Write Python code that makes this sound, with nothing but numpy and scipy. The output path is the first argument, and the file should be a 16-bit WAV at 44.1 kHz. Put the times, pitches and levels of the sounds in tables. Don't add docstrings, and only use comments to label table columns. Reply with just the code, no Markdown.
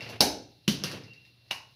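import sys
import numpy as np
from scipy import signal
from scipy.fft import rfft, irfft
from scipy.io import wavfile
from scipy.ndimage import uniform_filter1d

SR = 44100
rng = np.random.default_rng(int(sys.argv[2]) if len(sys.argv) > 2 else 0)


def level_to_linear(level):
    exponent = np.asarray(level, float) / 20
    return 10 ** exponent


def store_wav(level_fs):
    pcm = np.round(np.clip(np.atleast_2d(level_fs), -1, 1) * 32767)
    wavfile.write(sys.argv[1], SR, pcm.T.astype(np.int16))


N = 77175

# freq_hz, gain_db
RIM_CRACK = [(1000, -34.5), (2100, -0.5), (3200, -12.5), (4500, 1), (6000, -8.5), (9000, -12.5)]
# freq_hz, level_db, t60_s
RIM_MODES = [(1845, -9, 0.12), (2840, 3, 0.037), (3530, -12, .03), (4800, -2.5, .015), (5450, -13, 0.02)]


def set_rms(x, rms_db):
    return x * level_to_linear(rms_db) / np.sqrt(np.mean(x ** 2))


def read_table(table, freq_hz):
    table_hz, value = np.array(table).T
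    return np.interp(np.log(np.maximum(freq_hz, 1)), np.log(table_hz), value)


def colour(x, spectrum, size=4096):
    half = size // 2
    gain_db = read_table(spectrum, np.arange(half + 1) * SR / size)
    cepstrum = irfft(gain_db * np.log(10) / 20)
    cepstrum[1:half] *= 2
    cepstrum[half + 1:] = 0
    impulse = irfft(np.exp(rfft(cepstrum)))
    return signal.fftconvolve(x, impulse)[:N], np.sqrt(np.sum(impulse ** 2))


def ring(x, modes):
    t = np.arange(SR // 2) / SR
    impulse = np.zeros(len(t))
    for freq_hz, level_db, t60_s in modes:
        decay = np.exp(-np.log(1000) * t / t60_s)
        impulse += level_to_linear(level_db) * np.sin(2 * np.pi * freq_hz * t) * decay
    return signal.fftconvolve(x, impulse)[:N]


def walk(rate_hz):
    hold = int(SR / rate_hz)
    steps = np.repeat(rng.standard_normal(N // hold + 1), hold)
    return uniform_filter1d(steps, hold)[:N]


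def blows(events, crack_spectrum, modes):
    click_share, crack_db, ring_db = 0.25, 19.5, -13.5
    room_ring_db = -2.5
    size = 1024
    t = np.arange(size) / SR
    gritty, smooth = np.zeros(N + size), np.zeros(N + size)
    for start_s, level_db, contact_s in events:
        start = int(start_s * SR)
        burst = rng.standard_normal(size) * np.exp(-t / contact_s)
        burst /= np.sqrt(np.sum(burst ** 2))
        burst[0] += click_share
        gritty[start:start + size] += level_to_linear(level_db) * burst
        smooth[start] += level_to_linear(level_db)
    cracks = []
    for drive in (gritty, smooth):
        crack, norm = colour(drive[:N], crack_spectrum)
        cracks.append(level_to_linear(crack_db) * crack / norm)
    rings = level_to_linear(ring_db) * ring(smooth[:N], modes)
    return np.array(cracks) + rings * np.array([[1], [level_to_linear(room_ring_db)]])


def air():
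    # freq_hz, gain_db
    hiss_spectrum = [(40, -25.5), (120, -11.5), (190, -25.5), (1200, -44.5), (3200, -34.5), (4000, -23.5),
                     (6200, -41.5), (14000, -34)]
    hiss_db, hum_hz, hum_db = -65, 116.5, -68
    hiss = set_rms(colour(rng.standard_normal(N), hiss_spectrum)[0], hiss_db) * level_to_linear(1.1 * walk(24))
    pitch_hz = hum_hz * (1 + 0.029 * walk(3.3))
    hum = np.sin(2 * np.pi * np.cumsum(pitch_hz) / SR)
    return hiss + hum * level_to_linear(hum_db + 5.2 * walk(12))


def slide():
    # time_s, scrape_db, singing_db
    motion = [(0, -50, -46.5), (0.052, -48.5, -55.5), (0.101, -45.5, -55.5), (.14, -49.5, -57),
              (0.172, -51, -74), (0.202, -57.5, -59), (.3, -80, -72.5), (.62, -84, -82), (.84, -52, -55),
              (.95, -46.5, -78), (1.05, -60.5, -76), (1.079, -63.5, -59.5), (1.13, -75.5, -57),
              (1.21, -74, -63.5), (1.3, -76.5, -67.5), (1.329, -79.5, -75.5), (1.48, -72.5, -75),
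              (1.75, -102, -80)]
    # freq_hz, gain_db
    scrape_spectrum = [(40, -57.5), (109, -5), (160, -19), (700, -20.5), (1280, -28.5), (2780, -24),
                       (4500, -35.5), (6000, -43)]
    # freq_hz, level_db, t60_s
    bowl_modes = [(2742, 19, .14), (2680, 8, 0.14), (2720, -5.5, 0.025), (2082, -10.5, .05),
                  (2520, -31, 0.014)]
    t = np.arange(N) / SR
    time_s, scrape_db, singing_db = np.array(motion).T
    grit = rng.standard_normal(N) * level_to_linear(2.7 * walk(130))
    scrape = set_rms(colour(grit, scrape_spectrum)[0], 0)
    singing = ring(rng.standard_normal(N), bowl_modes)
    singing /= np.sqrt(uniform_filter1d(singing ** 2, size=3000))
    return scrape * level_to_linear(np.interp(t, time_s, scrape_db)) + singing * level_to_linear(np.interp(t, time_s, singing_db))


def rim_ticks():
    # start_s, level_db, contact_s
    events = [(.0075, -41.5, .0006), (.015, -62, 0.0045), (.023, -45, 0.0021), (.0455, -48.5, 0.0045),
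              (.0745, -48, .0015), (1.037, -51.5, 0.0023), (1.1344, -54, 0.0016), (1.2517, -60, .001),
              (1.4866, -64, .001)]
    return blows(events, RIM_CRACK, RIM_MODES)


def foot_bumps():
    # start_s, level_db, contact_s
    events = [(.003, -65, .002), (.838, -33, 0.0046), (0.99, -49.5, 0.0034), (.930, -37.5, .002),
              (1.1, -58.5, 0.0018), (1.297, -67, 0.0044)]
    # freq_hz, gain_db
    crack_spectrum = [(60, -20), (130, 0), (300, -7.5), (500, -7.5), (900, -48.5)]
    # freq_hz, level_db, t60_s
    modes = [(163, -11, 0.11), (306, -3.5, 0.064)]
    return blows(events, crack_spectrum, modes)


def bounces():
    # start_s, level_db, contact_s
    events = [
        (.0455, -56, .001),
        (.8570, -45, .001),
        (.8732, -48, .001),
        (.8880, -50, .001),
    ]
    # freq_hz, level_db, t60_s
    modes = [(2760, 24, .016)]
    return blows(events, RIM_CRACK, modes)


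def knocks():
    # start_s, level_db, contact_s
    events = [
        (1.5072, -48, 0.00069),
        (1.5086, -43, 0.0016),
        (1.5107, -27.5, 0.0029),
    ]
    # freq_hz, gain_db
    crack_spectrum = [(200, -38), (700, -9), (1000, -3.5), (1400, -21), (2900, -6.5), (3700, -5),
                      (5400, -9), (12000, -9)]
    # freq_hz, level_db, t60_s
    modes = [(824, -14, .15), (924, -10, .08), (1113, -8, .08), (1976, -14, .05), (2330, -14, .05),
             (3391, -8, .06), (3585, -14, .06), (4800, -12, .03), (5346, -6, .08), (2870, 21, .010)]
    return blows(events, crack_spectrum, modes)


def clinks():
    # start_s, level_db, contact_s
    events = [
        (.8352, -47.5, .001),
        (.8378, -24, .0005),
        (.9152, -34.5, .0004),
        (.9225, -47, 0.0015),
    ]
    # freq_hz, gain_db
    crack_spectrum = [(120, -38.5), (320, 2), (690, -14), (1570, -6.5), (2400, -18.5), (2860, -5),
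                      (4800, -3), (6000, -5)]
    return blows(events, crack_spectrum, RIM_MODES)


def thuds():
    # start_s, level_db, contact_s
    events = [
        (.6777, -34.5, 0.0027),
        (.6797, -16.5, 0.00132),
    ]
    # freq_hz, gain_db
    crack_spectrum = [(40, -36.5), (110, -14.5), (210, -2), (500, -19.5), (2100, -48.5), (3100, -15.5),
                      (5500, -17), (9000, -18.5)]
    # freq_hz, level_db, t60_s
    modes = [(145, -3, .17), (215, -3, .1), (290, -10, .06), (3300, -6, .015), (4850, -8, .015),
             (3000, 16, .007)]
    return blows(events, crack_spectrum, modes)


def slaps():
    # start_s, level_db, contact_s
    events = [
        (.0905, -42, .004),
        (.099, -40, 0.01),
        (.2050, -29.5, .001),
        (.2060, -16.5, 0.0014),
        (.2073, -8, 0.0025),
    ]
    # freq_hz, gain_db
    crack_spectrum = [(60, -44), (110, -23), (300, 0.5), (900, -13.5), (1200, -22), (2800, -22.5),
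                      (3400, -20.5), (4500, -11.5)]
    # freq_hz, level_db, t60_s
    modes = [(223.4, -12.5, 0.17), (307, -0.5, 0.087), (416, -7.5, .04), (836, -9, 0.048),
             (2912, -5.5, 0.028), (4430, -4, .015), (4530, 2, .015), (5290, -2.5, 0.035),
             (6360, -3.5, 0.0079)]
    return blows(events, crack_spectrum, modes)


def kitchen(hits):
    # freq_hz, t60_s
    decay_times = [(60, 0.56), (150, 0.59), (400, .5), (1000, .42), (2500, 0.35), (5000, 0.43),
                   (9000, 0.27), (15000, 0.24)]
    # delay_s, level_db
    echoes = [(.0052, -10), (.0060, -5), (.0115, -15), (.019, -14)]
    # freq_hz, gain_db
    direct_spectrum = [(5500, 1), (8000, -2.5), (14000, -4)]
    tail_db, rise_s = 0.5, 0.0026
    t = np.arange(SR) / SR
    tail = np.zeros(SR)
    for band_hz in 45 * 2 ** np.arange(0, 8.6, 0.5):
        band = signal.butter(2, [band_hz / 1.19, band_hz * 1.19], "bandpass", fs=SR, output="sos")
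        t60_s = max(read_table(decay_times, band_hz), 0.05)
        tail += signal.sosfilt(band, rng.standard_normal(SR)) * np.exp(-np.log(1000) * t / t60_s)
    tail *= 1 - np.exp(-t / rise_s)
    tail *= level_to_linear(tail_db) / np.sqrt(np.sum(tail ** 2))
    near = hits[0].copy()
    for delay_s, level_db in echoes:
        delay = int(delay_s * SR)
        near[delay:] += level_to_linear(level_db) * hits[0, :N - delay]
    return colour(near, direct_spectrum)[0] + signal.fftconvolve(hits[1], tail)[:N]


def scene():
    hits = rim_ticks() + foot_bumps() + bounces() + knocks() + clinks() + thuds() + slaps()
    return (air() + slide() + kitchen(hits))[None]


def roll_off(x):
    return signal.sosfilt(signal.butter(12, 17160, fs=SR, output="sos"), x)


def record(dry):
    # freq_hz, gain_db
    mic_spectrum = [(5800, 3.5), (6800, -6), (7600, -11.5), (8500, -10.5), (10800, -3), (12500, -10.5),
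                    (15400, -10), (16000, -36.5)]
    low_cut = signal.butter(3, 70, "highpass", fs=SR, output="sos")
    heard = colour(signal.sosfilt(low_cut, dry[0]), mic_spectrum)[0]
    return roll_off(heard[None])


dry = scene()
out = record(dry)
store_wav(out)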